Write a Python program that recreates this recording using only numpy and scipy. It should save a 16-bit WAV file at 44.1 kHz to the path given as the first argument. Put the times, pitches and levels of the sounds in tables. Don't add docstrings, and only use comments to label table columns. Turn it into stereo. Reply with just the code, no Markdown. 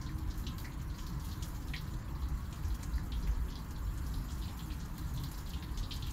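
import sys
import numpy as np
from scipy import signal
from scipy.fft import rfft, irfft, next_fast_len
from scipy.io import wavfile
from scipy.ndimage import uniform_filter1d

SR = 44100
rng = np.random.default_rng(int(sys.argv[2]) if len(sys.argv) > 2 else 0)


def field_ratio(decibels):
    return 10 ** (np.asarray(decibels, dtype=float) / 20)


def int16_out(signal):
    q = np.round(np.clip(np.atleast_2d(signal).T, -1, 1) * 32767)
    wavfile.write(sys.argv[1], SR, q.astype(np.int16))


N = 269892
LONG = next_fast_len(N)

# (time [s], level [dB])
ENGINE_SWELLS = [
    (0, -40.5),
    (1.2, -41),
    (2.0, -40.5),
    (2.8, -39.5),
    (3.25, -37.5),
    (3.8, -40.5),
    (4.2, -38.5),
    (4.7, -42),
    (6.12, -41.5),
]
# (frequency [Hz], density [dB per Hz])
RUMBLE_SPECTRUM = [(8.8, -60), (15, -13), (54, 6), (70, 1.5), (103, -14), (130, -12.5), (170, -18.5),
                   (290, -120)]
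# (frequency [Hz], density [dB per Hz])
TOWN_SPECTRUM = [(53, -18), (90, -1.5), (107, -8), (147, -5.5), (211, -9.5), (312, -11.5), (355, -18.5),
                 (488, -26.5), (541, -26.5), (642, -37), (700, -36.5), (910, -55), (1540, -120)]
# (frequency [Hz], density [dB per Hz])
TYRE_SPECTRUM = [(290, -45), (500, -17), (641, -8.5), (1010, 4.5), (1450, -3), (1690, -3), (2350, -13.5),
                 (2940, -15.5), (3200, -20), (4160, -62), (7040, -120)]
# (time [s], pitch [Hz], level [dB])
MOTOR_DRONE = [
    (0.0, 310.3, -46.5),
    (0.39, 313.3, -61),
    (2.58, 324.1, -66.5),
    (3.0, 301, -73),
]
# (time [s], pitch [Hz], level [dB])
BIRD_NOTE = [
    (4.63, 8184, -79),
    (4.724, 8121, -70),
    (4.8, 8154, -74),
]
# (time [s], patter level [dB])
STREAM_FORCE = [(0.0, -63.5), (0.32, -63), (0.49, -62.5), (0.92, -62.5), (1.41, -58.5), (2.06, -63.5),
                (2.81, -60.5), (3.51, -62), (4.35, -57.5), (4.84, -61.5), (5.3, -57), (5.81, -63),
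                (6.0, -57.5), (6.12, -60.5)]
# (frequency [Hz], density [dB per Hz])
DROP_SPECTRUM = [(1060, -14), (1800, -2.5), (2410, -8), (4290, 1), (5390, -5), (5860, -7.5), (7270, -4),
                 (8200, -18), (10700, -52), (18000, -120)]
# (frequency [Hz], density [dB per Hz])
SPRAY_SPECTRUM = [(4120, -6.5), (7000, 0), (7380, -0.5), (7970, -3.5), (8490, -5.5), (10600, -3),
                  (11500, 0), (14600, -2), (15500, -2.5)]
# (time [s], peak [dB], leaf ring [Hz])
LEAF_SLAPS = [(0.0636, -44, 4070), (0.309, -45, 4340), (0.467, -36, 3350), (0.582, -44.5, 4020),
              (0.985, -44.5, 2900), (1.0655, -43.5, 4340), (1.314, -44, 4200), (1.4236, -42.5, 3420),
              (1.736, -37, 3120), (1.7633, -36.5, 4050), (2.526, -46, 2980), (3.1197, -37, 3420),
              (3.2722, -46.5, 2620), (3.5553, -40.5, 4100), (4.1393, -42, 4080), (4.4234, -42.5, 3700),
              (4.48, -45, 3450), (4.592, -43, 3270), (4.703, -42.5, 2950), (4.982, -46.5, 4120),
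              (5.176, -41.5, 3640), (5.2366, -40, 4100), (5.5352, -39, 3200), (5.6247, -43, 3910),
              (5.775, -40.5, 3620), (5.83, -39.5, 3950), (5.9085, -34, 3320), (5.918, -34.5, 4200),
              (6.024, -36.5, 3620), (6.071, -40.5, 3080),
              (0.182, -50, 4340), (0.7206, -49, 3730), (0.899, -49, 3830), (1.2042, -48, 4310),
             (1.267, -54, 4270), (1.288, -47.5, 4300), (1.6832, -47.5, 3580), (1.8696, -54, 4000),
             (2.0794, -50, 2650), (2.9796, -49, 4700), (3.226, -49, 4400), (3.484, -49.5, 3200),
             (3.5252, -48, 3560), (3.8686, -53.5, 3600), (4.378, -53, 4300), (4.455, -48, 2440),
             (4.8112, -50, 3900), (5.5016, -45.5, 4020), (5.688, -52, 3180), (5.8442, -47, 4080)]
# (time [s], peak [dB], leaf ring [Hz], t60 [s])
THIN_LEAF_TAPS = [(0.014, -41.5, 5630, 0.24), (0.3006, -45.5, 5500, 0.13), (0.4668, -39, 5160, 0.17),
                  (0.646, -41.5, 5200, 0.1), (0.8135, -48, 6200, 0.13), (0.979, -42.5, 5840, 0.6),
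                  (1.197, -45, 7140, 0.13), (1.4243, -35.5, 6400, 0.18), (1.672, -46, 5750, 0.21),
                  (1.936, -48, 7060, 0.094), (2.2832, -53, 6170, 0.185), (2.5256, -42, 6800, 0.3),
                  (2.645, -44.5, 6140, 0.22), (2.7452, -44, 6450, 0.097), (2.8296, -36.5, 6900, 0.13),
                  (3.502, -43, 5350, 0.22), (3.707, -45.5, 6800, 0.11), (3.9764, -43, 7240, 0.088),
                  (4.0626, -43.5, 5400, 0.13), (4.304, -44, 5280, 0.18), (4.317, -42.5, 6830, 0.24),
                  (4.801, -42.5, 6100, 0.15), (4.8506, -45.5, 6350, 0.14), (5.162, -44.5, 6440, 0.098),
                  (5.3115, -52, 6440, 0.112), (5.3812, -43.5, 5650, 0.26), (5.5017, -43.5, 6260, 0.077),
                  (5.7733, -38, 6260, 0.25), (5.963, -40, 7200, 0.087), (6.105, -40, 6800, 0.14)]
# (time [s], peak [dB], cavity [Hz], t60 [s])
PUDDLE_PLOPS = [
    (0.0915, -47, 1890, 0.1),
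    (0.6459, -40.5, 1930, 0.26),
    (0.7174, -54, 2100, 0.13),
    (1.737, -34, 2060, 0.14),
    (2.635, -55, 2390, 0.14),
    (2.8282, -49, 2120, 0.11),
    (2.9807, -45, 1800, 0.18),
    (3.274, -47, 1830, 0.081),
    (5.626, -47.5, 2070, 0.12),
]
# (time [s], peak [dB], brightest [Hz], t60 [s])
SPRAY_BURSTS = [(0.184, -51.5, 11500, 0.15), (0.3752, -48.5, 13400, 0.35), (0.5808, -46.5, 14600, 0.41),
                (1.067, -52, 14600, 0.12), (1.2455, -49, 10200, 0.44), (1.425, -49.5, 11400, 0.094),
                (1.4556, -53, 13000, 0.12), (1.481, -49, 11100, 0.163), (1.8108, -51, 12300, 0.12),
                (2.285, -52.5, 11600, 0.1), (2.6813, -52.5, 11700, 0.12), (2.7467, -51, 13400, 0.09),
                (2.829, -50, 8160, 0.13), (2.9562, -54.5, 11300, 0.18), (3.274, -51, 14300, 0.095),
                (3.6445, -55, 14800, 0.25), (3.708, -53, 12400, 0.11), (4.0664, -51, 10600, 0.16),
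                (4.5241, -56, 14800, 0.12), (4.572, -50, 12000, 0.35), (4.8565, -53, 12600, 0.095),
                (4.9782, -46.5, 13000, 0.23), (5.1359, -50.5, 13500, 0.22), (5.198, -55, 12800, 0.1),
                (5.235, -46, 14200, 0.086), (5.3137, -45, 10600, 0.12), (5.3767, -51, 11700, 0.12),
                (5.4912, -48.5, 12800, 0.11), (5.9369, -50, 11600, 0.24), (6.0654, -50, 12800, 0.22)]
# (frequency [Hz], left-right likeness [0 to 1])
MIC_LIKENESS = [(60, .95), (290, .91), (450, .68), (740, .4), (2000, .3), (3300, .05)]
# (frequency [Hz], left over right [dB])
MIC_LEAN = [(60, 1), (110, 0.5), (200, 1.5), (380, -0.5), (700, 0.5), (1290, 2.5), (2380, 2), (4400, -4),
            (8120, -2.5), (15000, -3.5)]
# (frequency [Hz], lead of the left port [rad])
MIC_LEAD = [(430, 0), (1120, 1.28), (2500, 0.83)]
# (frequency [Hz], width [Hz], level [dB])
MIC_PORTS = [
    (3220, 230, 2.5),
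    (4140, 200, 1),
    (5400, 190, 1),
    (7930, 250, -4.5),
]


def amp_of(points, hz):
    f, value = np.transpose(points)
    return np.interp(np.log(hz + 1), np.log(f + 1), value)


def curve(rows, t):
    s, *columns = np.transpose(rows)
    return [np.interp(t, s, c) for c in columns]


def evened(x):
    return x / np.sqrt(np.mean(x ** 2) + 1e-20)


def add(mix, s, sound):
    part = mix[:, round(s * SR):][:, :sound.shape[1]]
    part += sound[:, :part.shape[1]]


def pair_lean_db(hz):
    return amp_of(MIC_LEAN, hz) / 2 * np.array([[1], [-1]])


def coloured(x, spectrum):
    hz = np.fft.rfftfreq(LONG, 1 / SR)
    gain = field_ratio(amp_of(spectrum, hz) + pair_lean_db(hz))
    return evened(irfft(rfft(x, LONG) * gain, LONG)[:, :N])


def diffuse(size, patchy_db, bins, spans):
    frames = 4 * N // size + 5
    hz = np.fft.rfftfreq(size, 1 / SR)
    a, b, c, d, patches = rng.standard_normal((frames, len(hz), 5)).T
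    patches = uniform_filter1d(patches, size=bins, axis=0)
    patches = evened(uniform_filter1d(patches, size=spans, axis=1))
    same = np.clip(amp_of(MIC_LIKENESS, hz), -1, 1)[:, None]
    left = a + 1j * b
    shared = same * left * np.exp(-1j * amp_of(MIC_LEAD, hz))[:, None]
    right = shared + np.sqrt(1 - same ** 2) * (c + 1j * d)
    z = np.array([left, right]) * field_ratio(patchy_db * patches)
    return signal.istft(z, nperseg=size, noverlap=3 * size // 4)[1][:, :N]


def traffic():
    rumble_db = curve(ENGINE_SWELLS, np.arange(N) / SR)[0]
    far = diffuse(size=2048, patchy_db=2.5, bins=2, spans=9)
    engines = field_ratio(rumble_db) * coloured(far, RUMBLE_SPECTRUM)
    town = field_ratio(-47.5) * coloured(far, TOWN_SPECTRUM)
    tyres = field_ratio(-54.5) * coloured(far, TYRE_SPECTRUM)
    return engines + town + tyres


def tone(rows, waver, smooth_s):
    t = np.arange(rows[0][0], rows[-1][0], 1 / SR)
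    hz, level_db = curve(rows, t)
    drift = evened(uniform_filter1d(rng.standard_normal(len(t)), round(smooth_s * SR)))
    phase = 2 * np.pi * np.cumsum(hz * (1 + waver * drift)) / SR
    wave = field_ratio(level_db) * np.sqrt(2) * np.sin(phase)
    return rows[0][0], wave * signal.windows.tukey(len(t), .1) * np.ones((2, 1))


def motor():
    return tone(MOTOR_DRONE, waver=0.01155, smooth_s=0.048)


def bird():
    return tone(BIRD_NOTE, waver=0.0041, smooth_s=0.0047)


def echoes(t60, rise_s, direct_db):
    t = np.arange(6144) / SR
    draw = rng.random((len(t), 2)).T
    taps = (draw < .25) * (16 * draw - 2)
    clumping_db = 1.45 * evened(uniform_filter1d(rng.standard_normal(len(t)), size=130))
    taps *= (1 - np.exp(-t / rise_s)) * field_ratio(clumping_db - 60 * t / t60)
    taps *= 1 + 0.5 * np.exp(-t / 0.0056)
    taps[:, 8] = field_ratio(direct_db)
    return taps


def ring(f, hz, sharpness, scatter, mode_q):
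    offsets = np.arange(-4, 5) + rng.uniform(-0.69, 0.63, 9)
    modes = hz * np.exp(scatter * offsets)[:, None]
    strengths = rng.uniform(0.26, 1, (9, 1))
    lines = (strengths / (1 + 1j * mode_q * (f / modes - modes / f))).sum(0)
    return (.5 + lines) / (1 + .6j * sharpness * (f / hz - hz / f)) ** 2


def patter(spectrum, mist, low_hz, high_hz, per_s, spread_db, t60, broad, mist_db):
    sizes = field_ratio(spread_db * np.minimum(rng.exponential(1, N), 4))
    sizes *= rng.random(N) < per_s / SR
    kind = rng.integers(0, 8, N)
    drops = np.zeros((2, N))
    for k, hz in enumerate(np.geomspace(low_hz, high_hz, 8)):
        tail = echoes(t60, rise_s=0.0012, direct_db=3.0)
        f = np.fft.rfftfreq(tail.shape[1], 1 / SR) + 1
        colour = broad + ring(f, hz, sharpness=3.5, scatter=0.094, mode_q=24)
        grain = evened(irfft(rfft(tail) * colour, tail.shape[1]))
        drops += signal.oaconvolve((sizes * (kind == k))[None], grain, axes=1)[:, :N]
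    return evened(coloured(drops, spectrum) + field_ratio(mist_db) * coloured(mist, spectrum))


def stream():
    force_db = curve(STREAM_FORCE, np.arange(N) / SR)[0] + 61
    mist = diffuse(size=512, patchy_db=4.5, bins=7, spans=13)
    coarse = patter(DROP_SPECTRUM, mist, low_hz=2380, high_hz=7660, per_s=220, spread_db=5.5,
                    t60=0.18, broad=0.47, mist_db=-6.5)
    fine = patter(SPRAY_SPECTRUM, mist, low_hz=7640, high_hz=15600, per_s=200, spread_db=2.5,
                  t60=0.11, broad=0.71, mist_db=-1.5)
    return field_ratio(force_db - 62.5) * coarse + field_ratio(0.88 * force_db - 59.5) * fine


def splash(row, spectrum, sharpness, mode_q, broad_db, gain_db, rise_s, direct_db):
    s, peak_db, hz, t60 = row
    tail = echoes(np.clip(t60, .03, .5), rise_s, direct_db)
    f = np.fft.rfftfreq(tail.shape[1], 1 / SR) + 1
    splatter = field_ratio(broad_db + amp_of(spectrum, f))
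    colour = ring(f, hz, sharpness, 0.0913, mode_q) + splatter
    sound = irfft(rfft(tail) * colour, tail.shape[1])
    sound /= np.sqrt(np.mean(sound[:, :400] ** 2, axis=1, keepdims=True))
    return s, sound * field_ratio(peak_db + gain_db + pair_lean_db(hz))


def clumps():
    out = np.zeros((2, N))
    for row in LEAF_SLAPS:
        add(out, *splash((*row, 0.21), DROP_SPECTRUM, sharpness=3, mode_q=140, broad_db=-14,
                         gain_db=-8, rise_s=0.00056, direct_db=11.5))
    for row in THIN_LEAF_TAPS:
        add(out, *splash(row, DROP_SPECTRUM, sharpness=2.84, mode_q=87, broad_db=-5.5,
                         gain_db=-10.5, rise_s=0.0014, direct_db=8))
    for row in PUDDLE_PLOPS:
        add(out, *splash(row, DROP_SPECTRUM, sharpness=5.1, mode_q=13, broad_db=-21.5,
                         gain_db=-6, rise_s=0.0007, direct_db=15.0))
    for row in SPRAY_BURSTS:
        add(out, *splash(row, SPRAY_SPECTRUM, sharpness=5.2, mode_q=27, broad_db=7.5,
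                         gain_db=-2, rise_s=0.00081, direct_db=-4))
    return out


def scene():
    mix = traffic()
    add(mix, *motor())
    add(mix, *bird())
    return mix + stream() + clumps()


def band_limit(x):
    return signal.sosfilt(signal.butter(12, 15750, fs=SR, output="sos"), x)


def record(dry):
    f = np.fft.rfftfreq(LONG, 1 / SR)
    ports = sum((field_ratio(db) - 1) / (1 + 2j * (f - hz) / width) for hz, width, db in MIC_PORTS)
    below_limit = f < 15750
    picked = irfft(rfft(dry, LONG) * (1 + ports) * below_limit, LONG)[:, :N]
    return band_limit(picked)


dry = scene()
out = record(dry)
int16_out(out)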